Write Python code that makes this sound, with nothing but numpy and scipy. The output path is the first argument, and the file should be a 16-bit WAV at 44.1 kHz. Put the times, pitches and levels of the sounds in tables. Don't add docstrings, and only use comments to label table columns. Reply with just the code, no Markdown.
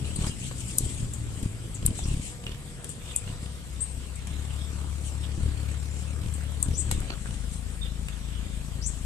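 import sys
import numpy as np
from scipy import signal
from scipy.fft import rfft, irfft, next_fast_len
from scipy.io import wavfile
from scipy.ndimage import uniform_filter1d

SR = 44100
rng = np.random.default_rng(int(sys.argv[2]) if len(sys.argv) > 2 else 0)


def unload_audio(sound):
    columns = np.transpose(np.atleast_2d(sound))
    steps = np.round(np.clip(columns, -1, 1) * 32767)
    wavfile.write(sys.argv[1], SR, steps.astype(np.int16))


N = 399105
TIME = np.arange(N) / SR


def wings(strokes_hz, gain, harmonics, air_db, hum_gain, jitter, shimmer_db):
    beat = 2 * np.pi * np.cumsum(strokes_hz / 2 * (1 + jitter * wander(40))) / SR
    hum = sum(amp(db + shimmer_db * wander(25)) * np.cos(k * beat) for k, db in harmonics)
    pulsing = 0.55 * np.cos(beat) + 0.5 * np.cos(2 * beat)
    eddy_db, swish_db = air_db
    stirred = gain * amp([eddy_db + 5.2 * pulsing, swish_db + 4.35 * pulsing])
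    return hum_gain * np.sqrt(2) * gain * hum, stirred


HOVERS = [(0.0, 0.146, 75, -35), (0.46, 0.655, 73, -43), (0.927, 1.383, 74.5, -38.5),
          (3.067, 3.694, 66.5, -41.5), (3.74, 4.262, 65.7, -36), (4.316, 5.405, 71.3, -31.5),
          (5.417, 5.825, 70.6, -30), (5.874, 6.976, 72.5, -31.5)]
SMALL_HARMONICS = [(1, -38), (2, -0.5), (3, -10), (4, -17), (5, -19.5), (6, -32.5), (7, -30.5), (8, -31)]
SMALL_PAN = [(0, 12), (2.5, 9), (3.6, 7), (4.3, 7), (6.5, 9), (7, 7)]  # t/s, left minus right/dB
HOVER_FADE_S, SWERVE_STROKE_HZ = 0.06, 74

def small_birds(swerving):
    gains = [amp(db) * gate([(start,), (end,)], HOVER_FADE_S) for start, end, _, db in HOVERS]
    power = np.square(gains + [amp(-28) * swerving]) + 1e-14
    rates_hz = [hz for _, _, hz, _ in HOVERS] + [SWERVE_STROKE_HZ]
    strokes_hz = np.dot(rates_hz, power) / power.sum(0)
    hum, stirred = wings(strokes_hz, np.sqrt(power.sum(0)), SMALL_HARMONICS, air_db=(-14, -20),
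                         hum_gain=-0.73, jitter=0.005, shimmer_db=0.8)
    return pan(hum, curves(SMALL_PAN)[0]), stirred


LARGE_FLIGHT = [(7.03, 51.6, -41.5), (7.42, 53, -39.5), (7.58, 55, -41), (9.05, 54.4, -40.5)]  # t/s, stroke rate/Hz, level/dB
LARGE_HARMONICS = [(1, -9), (2, 5), (3, -1), (4, -14), (5, -7.5), (6, -11.5), (7, -12.5), (8, -16),
                   (9, -17), (10, -21)]

def large_bird():
    strokes_hz, db = curves(LARGE_FLIGHT)
    gain = amp(db) * gate(LARGE_FLIGHT, HOVER_FADE_S)
    hum, stirred = wings(strokes_hz, gain, LARGE_HARMONICS, air_db=(-11, -15.5),
                         hum_gain=0.84, jitter=0.02067, shimmer_db=2)
    return pan(hum, left_db=8.5), stirred


TINY_FLIGHT = [(0.0, 134, -45), (1.3, 114, -45), (2.15, 91, -45), (2.4, 140, -54), (3.0, 140, -51.5)]  # t/s, stroke rate/Hz, level/dB
TINY_HARMONICS = [(1, -1), (2, 2.5), (3, -8), (4, -19)]

def tiny_bird():
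    strokes_hz, db = curves(TINY_FLIGHT)
    gain = amp(db) * gate(TINY_FLIGHT, HOVER_FADE_S)
    return wings(strokes_hz, gain, TINY_HARMONICS, air_db=(2.5, -15),
                 hum_gain=1, jitter=0.052, shimmer_db=3)


EDDY_SPECTRUM = [(20, -19), (40, -19), (110, 8), (170, -6.5), (260, -3.5), (400, -12.5), (700, -26.5),
                 (1500, -69)]
SWISH_SPECTRUM = [(200, -5), (500, 6), (1200, 9), (2000, 4), (3100, 3.5), (4800, -1), (6500, -0.5),
                  (8200, 4.5), (10000, -5), (13000, -16.5)]

def draught(stirred, swerving):
    eddy_gain, swish_gain = np.sqrt(np.square(stirred).sum(0))
    eddies = noise(EDDY_SPECTRUM, patchy_db=-7.5) * np.hypot(eddy_gain, amp(-33) * swerving)
    swish = noise(SWISH_SPECTRUM, patchy_db=5.5) * np.hypot(swish_gain, amp(-35) * swerving)
    return eddies + swish


SWERVES = [(0.165, 0.297, -18, .8, -38.5, -13), (0.808, 0.864, -19, 0.56, -48, -13),
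           (1.007, 1.06, -22, 1.1, -48, -14.5), (1.432, 1.459, -16.5, 0.7, -39, -10.5),
           (1.829, 1.908, -17, 0.64, -39.5, -12), (2.031, 2.199, -16.5, 0.65, -42, -19),
           (2.442, 2.548, -28.5, 1.1, -38, -22), (3.243, 3.363, -25.5, 1.3, -46, -26),
           (3.432, 3.463, -27, 1, -40, -22), (4.253, 4.388, -30, 0.42, -50, -20),
           (5.384, 5.512, -18.5, 0.42, -49, -14.5), (6.238, 6.288, -20, 0.55, -41, -14),
           (6.663, 6.737, -16, 0.65, -41, -15), (6.867, 7.035, -18, 0.28, -42.5, -14.5),
           (7.278, 7.345, -26, 1.2, -40.5, -17)]
FLICK_SPECTRUM = [(300, 12), (600, -1), (1200, 0), (2000, -3.5), (3000, 5), (4000, -3), (6000, -5.5),
                  (13000, -17)]
WAKE_SPECTRUM = [(60, -22), (140, 4.5), (200, 2.5), (380, -9), (600, -21), (1200, -57)]  # f/Hz, level/dB

def swerves():
    push_s, lead_s, flick_s = 0.0024, 0.0029, 0.0036
    suck_s, refill_s, wake_s = 0.0018, 0.0034, 0.0058
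    thumps, flicks, wakes = np.zeros((3, N))
    for first, last, db, push_ratio, flick_db, wake_db in SWERVES:
        beats = round((last - first) * SWERVE_STROKE_HZ / 2) + 1
        for k, s in enumerate(np.linspace(first, last, beats)):
            near = around(s)
            t = (TIME[near] - s) * np.exp(0.15 * rng.standard_normal())
            strength = np.sin(np.pi * (k + 0.5) / beats) ** 0.4
            push = push_ratio * np.exp(-((t + lead_s) / push_s) ** 2)
            suck = np.exp(-abs(t / np.where(t < 0, suck_s, refill_s)) ** 1.43)
            thumps[near] += amp(db) * strength * (push - suck)
            flicks[near] += amp(flick_db) * strength * np.exp(-((t + lead_s / 2) / flick_s) ** 2)
            wakes[near] += amp(db + wake_db) * strength * np.exp(-((t - wake_s / 2) / wake_s) ** 2)
    return thumps + flicks * noise(FLICK_SPECTRUM, patchy_db=2) + wakes * noise(WAKE_SPECTRUM)


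def chip_tone(ms, half_ms, hz, fall_hz=1290):
    phase = 2 * np.pi * ms / 1000 * (hz - fall_hz * ms / half_ms / 2)
    return np.exp(-(ms / half_ms) ** 2) * (np.cos(phase) + amp(-12) * np.cos(2 * phase))


# t/s, level/dB, half length/ms, centre f/Hz, hoarse edge/dB re level, echo send/dB
CHIPS = [(0.162, -28.5, 3.7, 8650, -18, -6), (0.7845, -11, 0.99, 8300, -13.5, -14),
         (0.7864, -16.5, 0.53, 6660, -9.5, -10), (1.137, -34, 2, 7670, -13, 1.5),
         (1.748, -41, 5.4, 7500, -23, 5), (1.8638, -9, 0.89, 8700, -11.5, -13.5),
         (2.893, -32, 1.5, 8240, -17, 1.5), (3.1629, -14.5, 1.24, 8240, -17, -7),
         (4.1574, -39.5, 2.2, 8200, -14, -1), (6.339, -38.5, 2.8, 8300, -17, 3),
         (6.6283, -12, 0.99, 8260, -22, -10.5)]
HOARSE_SPECTRUM = [(2000, -32), (3800, -9.5), (5000, -9), (6500, -13), (9000, -2.5), (11000, 6), (12400, 2),
                   (14000, -18)]

def chips(edge_rise_ms=3.0, edge_decay_ms=2.1):
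    direct, send = np.zeros((2, 2, N))
    hoarse = noise(HOARSE_SPECTRUM, patchy_db=1)
    for s, db, half_ms, hz, edge_db, send_db in CHIPS:
        near = around(s)
        ms = 1000 * (TIME[near] - s)
        edge = amp(edge_db) * np.exp(np.minimum(ms / edge_rise_ms, -ms / edge_decay_ms))
        call = amp(db) * (chip_tone(ms, half_ms, hz) + edge * hoarse[:, near])
        direct[:, near] += call
        send[:, near] += amp(send_db) * call
    return direct, send


SQUEAKS = [
    [(3.801, 7270, -49), (3.811, 8250, -34.5), (3.822, 8250, -32.5), (3.836, 8430, -44), (3.841, 8200, -56)],
    [(6.731, 4940, -55), (6.75, 5910, -46), (6.768, 6950, -48), (6.779, 7700, -38), (6.792, 7980, -36.5),
     (6.804, 8230, -33.5), (6.813, 8500, -52)],
    [(8.814, 4710, -49), (8.83, 5770, -44.5), (8.852, 6390, -44.5), (8.863, 6900, -40),
     (8.874, 7740, -37.5), (8.881, 8300, -46)],
    [(8.863, 7250, -30.5), (8.866, 8370, -37), (8.872, 9600, -50), (8.877, 9600, -50)],
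]
RASP_DB = [-18, -6, -9, -9]

def squeaks():
    out = np.zeros(N)
    for contour, rasp_db in zip(SQUEAKS, RASP_DB):
        hz, db = curves(contour)
        tone = np.sin(wavering_phase(hz, depth=0.02, rate_hz=1500))
        rasp = np.sin(wavering_phase(0.92 * hz, depth=0.088, rate_hz=2000))
        out += np.sqrt(2) * amp(db) * gate(contour, 0.0014) * (tone + amp(rasp_db) * rasp)
    return out


HISSES = [(0.1, -43, 0.048), (0.25, -39.5, 0.049), (0.45, -42.5, 0.071), (0.605, -42, 0.044),
          (0.705, -42.5, 0.034), (0.9, -40.5, 0.11), (1.17, -50.5, 0.066), (1.41, -48.5, 0.091),
          (1.985, -39, 0.03), (2.1, -43, 0.063), (2.27, -40.5, 0.052), (2.91, -48, 0.021),
          (3.12, -51, 0.085), (3.44, -49, 0.024), (5.07, -43.5, 0.03), (5.99, -48, 0.05), (7.32, -50, 0.11),
          (7.55, -46.5, 0.039)]
HISS_SPECTRUM = [(1060, -59), (1800, -3), (3060, 4.5), (3530, 2), (4330, 0), (5400, 1.5), (6800, 2.5),
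                 (8070, 8), (9450, -8), (9900, -1), (11800, -7), (13500, -51)]

def hisses(chips_per_s=110, kinds=24):
    ms = np.arange(-300, 300) * 1000 / SR
    sputter = np.zeros(N)
    for pitch, length in rng.standard_normal((kinds, 2)):
        onsets = (rng.random(N) < chips_per_s / kinds / SR).astype(float)
        chip = chip_tone(ms, half_ms=2.45 * 2 ** (length / 2), hz=8130 + 444 * pitch)
        sputter += signal.oaconvolve(onsets, chip, "same")
    sputter = unit(echo(sputter[None]) + 0.5 * sputter)
    breath = noise(HISS_SPECTRUM, patchy_db=4) * amp(1.9 * wander(120))
    faint = amp(-62 + 3.5 * wander(9))
    return (0.632 * breath + 0.69 * sputter) * np.hypot(swells(HISSES), faint)


SNAPS = [(0.267, -29, 0.0089, 0.46), (0.512, -35.5, 0.005, 0.2), (1.428, -35.5, 0.0029, 0.93),
         (1.99, -32.5, 0.0025, 0.3), (2.8436, -28.5, 0.0025, 0.88), (4.271, -32, 0.0034, 0.52),
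         (6.9128, -17.5, 0.0029, 0.84), (7.003, -32, 0.0016, 1), (8.085, -28, 0.0013, 0.56)]
KNOCK_SPECTRUM = [(150, 9), (550, 4), (1100, 0.5), (1900, -0.5), (2900, 0), (4200, -6.5), (6000, -14),
                  (13000, -43)]
SNAP_SPECTRUM = [(150, -25), (500, 3), (2000, 4.5), (3300, 8.5), (5000, 2.5), (8200, 13), (10500, 8),
                 (13000, -1)]

def snaps():
    dull, bright = np.zeros((2, N))
    for s, db, decay_s, brightness in SNAPS:
        burst = amp(db) * np.exp(-TIME[:SR // 4] / decay_s)
        dull[int(s * SR):][:len(burst)] += (1 - brightness) * burst
        bright[int(s * SR):][:len(burst)] += brightness * burst
    return dull * noise(KNOCK_SPECTRUM) + bright * noise(SNAP_SPECTRUM)


RUSTLES = [(0.115, -48.5, 0.032), (0.23, -42, 0.03), (3.3, -50.5, 0.089), (7.1, -40, 0.05),
           (7.285, -51, 0.023)]

def rustles():
    return noise(KNOCK_SPECTRUM, patchy_db=7.5) * swells(RUSTLES) * amp(4.7 * wander(220))


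TAPS = [(0.046, -30, 2870), (0.054, -33, 4000), (0.074, -33, 2580), (0.513, -28, 520), (1.991, -27, 700),
        (2.467, -21.5, 2860), (2.521, -35, 2900), (7.258, -28, 1540), (8.085, -28.5, 2700)]

def taps(decay_s=0.0013):
    out, t = np.zeros(N), TIME[:SR // 20]
    for s, db, hz in TAPS:
        out[int(s * SR):][:len(t)] += amp(db) * np.exp(-t / decay_s) * np.sin(2 * np.pi * hz * t)
    return out


BEE_FLIGHT = [(2.28, 250, -55), (2.45, 236, -52.5), (2.66, 238, -61), (2.82, 242, -54.5), (2.97, 238, -58),
              (3.08, 247, -54), (3.28, 243, -54), (3.65, 247, -65)]
BEE_HARMONICS = [(1, -10), (2, -3.5), (3, -14), (4, -15), (5, -13.5), (6, -32)]

def bee():
    hz, db = curves(BEE_FLIGHT)
    beat = wavering_phase(hz, depth=0.009, rate_hz=45)
    buzz = sum(amp(harmonic_db) * np.sin(k * beat) for k, harmonic_db in BEE_HARMONICS)
    return np.sqrt(2) * amp(db + 1.9 * wander(23.8)) * gate(BEE_FLIGHT, 0.066) * buzz


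TWITTERS = [(0.156, -44, 0.014, 4690, 4010, 0.047), (0.27, -41.5, 0.016, 5190, 4870, 0.068),
            (0.298, -47.5, 0.03, 3150, 2740, 0.057), (0.409, -47, 0.052, 2255, 3790, 0.054),
            (1.967, -51, 0.1, 3690, 3150, .025), (2.034, -43, 0.016, 5540, 5040, .06),
            (3.128, -48, 0.028, 2934, 2105, .04), (7.808, -42.5, 0.044, 3590, 3634, .02),
            (7.838, -51.5, 0.036, 3560, 2690, 0.027)]

def twitters():
    hz, level, waver = np.full(N, 3000.), np.zeros(N), np.zeros(N)
    for s, db, length_s, start_hz, end_hz, depth in TWITTERS:
        note = (TIME >= s) & (TIME < s + length_s)
        progress = (TIME[note] - s) / length_s
        hz[note] = start_hz + (end_hz - start_hz) * progress
        level[note] = amp(db) * np.sin(np.pi * progress)
        waver[note] = depth
    tone = np.sin(wavering_phase(hz, waver, rate_hz=800))
    return np.sqrt(2) * uniform_filter1d(level, size=90) * tone


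CHATTER = [(3.11, -47, 0.071), (4.47, -53, 0.13), (4.65, -55, 0.043), (5.25, -47, 0.021),
           (7.855, -47, 0.02), (8.13, -53, 0.023), (8.34, -53, 0.14)]
CHATTER_SPECTRUM = [(1800, -10), (2750, -6), (3300, -0.5), (3620, 1), (4000, -11), (6000, -26)]  # f/Hz, level/dB

def chatter():
    rasp = noise(CHATTER_SPECTRUM, patchy_db=4.5) * amp(2.9 * wander(150))
    return pan(rasp * swells(CHATTER), left_db=-0.5)


GARDEN_SPECTRUM = [(20, -17.5), (40, 1.5), (80, -7), (150, -5.5), (300, -21), (500, -22.5), (800, -28.5),
                   (2000, -29), (3300, -29.5), (4600, -32), (6500, -36), (8100, -28.5), (10000, -37),
                   (12300, -37), (13500, -136)]

def garden():
    return amp(-41.5) * noise(GARDEN_SPECTRUM, patchy_db=3)


ECHO_DECAY = [(3000, 0.63), (8000, 0.66), (13000, 0.028)]  # f/Hz, T60/s

def echo(x):
    reflections = rng.standard_normal((2, SR // 2)) * (rng.random((2, SR // 2)) < 0.1)
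    hz, t, bins = signal.stft(reflections, SR, nperseg=256)
    decay = amp(-60 * t / at_hz(ECHO_DECAY, hz)[:, None])
    tail = signal.istft(bins * decay, SR, nperseg=256)[1]
    tail *= 1 + 4.4 * np.exp(-TIME[:tail.shape[1]] / 0.016)
    return signal.fftconvolve(x, tail / np.linalg.norm(tail[0]), axes=1)[:, :N]


COHERENCE = [(40, 0.54), (250, 0.76), (600, 0.86), (1300, 0.72), (2800, 0.031), (9000, 0.24), (12000, 0.26)]  # f/Hz, left-right coherence 0-1

def noise(spectrum, patchy_db=0):
    frames, hz = N // 512 + 5, np.fft.rfftfreq(2048, 1 / SR)
    a, b, c, d, patches = rng.standard_normal((5, frames, len(hz)))
    patches = unit(uniform_filter1d(uniform_filter1d(patches, size=5, axis=0), size=25, axis=1))
    coherence = at_hz(COHERENCE, hz)
    left = a + 1j * b
    right = coherence * left + np.sqrt(1 - coherence ** 2) * (c + 1j * d)
    bins = np.array([left, right]) * amp(at_hz(spectrum, hz) + patchy_db * patches * hz / (hz + 700))
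    return unit(signal.istft(bins.swapaxes(1, 2), nperseg=2048, noverlap=1536)[1][:, :N])


def amp(db):
    return 10 ** (np.asarray(db) / 20)


def unit(x):
    return x / np.sqrt(np.mean(x ** 2) + 1e-20)


def at_hz(points, hz):
    f, value = np.transpose(points)
    return np.interp(np.log(hz + 1), np.log(f + 1), value)


def curves(rows):
    s, *columns = np.transpose(rows)
    return [np.interp(TIME, s, column) for column in columns]


def gate(rows, fade_s):
    return np.clip(np.minimum(TIME - rows[0][0], rows[-1][0] - TIME) / fade_s + 1, 0, 1)


def around(s):
    return slice(int((s - 0.02) * SR), int((s + 0.02) * SR))


def swells(rows):
    t = TIME[::64]
    bells = sum(amp(db) * np.exp(-0.5 * ((t - s) / (0.84 * half_s)) ** 2) for s, db, half_s in rows)
    return np.interp(TIME, t, bells)


def wander(rate_hz):
    knots = rng.standard_normal(20000)
    return unit(np.interp(TIME * rate_hz, np.arange(len(knots)), knots))


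def wavering_phase(hz, depth, rate_hz):
    return 2 * np.pi * np.cumsum(hz * (1 + depth * wander(rate_hz))) / SR


def pan(x, left_db):
    return x * amp(np.array([[1], [-1]]) * left_db / 2)


def scene():
    swerving = swells([((first + last) / 2, db, 1.188 * (last - first) / 2)
                       for first, last, db, *_ in SWERVES])
    hums, stirred = zip(small_birds(swerving), large_bird(), tiny_bird())
    air = draught(stirred, swerving) + swerves()
    chip, chip_send = chips()
    clicks = snaps() + taps()
    squeak = squeaks()
    twitter = pan(twitters(), left_db=-1)
    calls = chip + amp(-5) * pan(squeak, left_db=5.5) + amp(-0.5) * twitter
    echoes = echo(chip_send + amp(2) * pan(squeak, left_db=1.5) + twitter + amp(-4) * clicks)
    return sum(hums) + air + calls + clicks + echoes + hisses() + rustles() + bee() + chatter() + garden()


PORT_BALANCE = [(30, 2.5), (70, 3), (140, 1.5), (400, 2.5), (1200, 0), (2200, -3.5), (3300, -6),
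                (4500, -2.5), (7200, 11.5), (9000, 13.5), (12000, -1.5), (14000, 3)]
PORT_LAG_SAMPLES, CUTOFF_HZ = 7, 13500

def record(dry):
    size = next_fast_len(N + 8192)
    balance_db = at_hz(PORT_BALANCE, np.fft.rfftfreq(size, 1 / SR))
    left, right = irfft(pan(rfft(dry, size), balance_db), size)[:, :N]
    right = np.pad(right, (PORT_LAG_SAMPLES, 0))[:N]
    lowpass = signal.firwin(301, CUTOFF_HZ, window=("kaiser", 8), fs=SR)
    return signal.oaconvolve(np.array([left, right]), lowpass[None], "same")


dry = scene()
out = record(dry)
unload_audio(out)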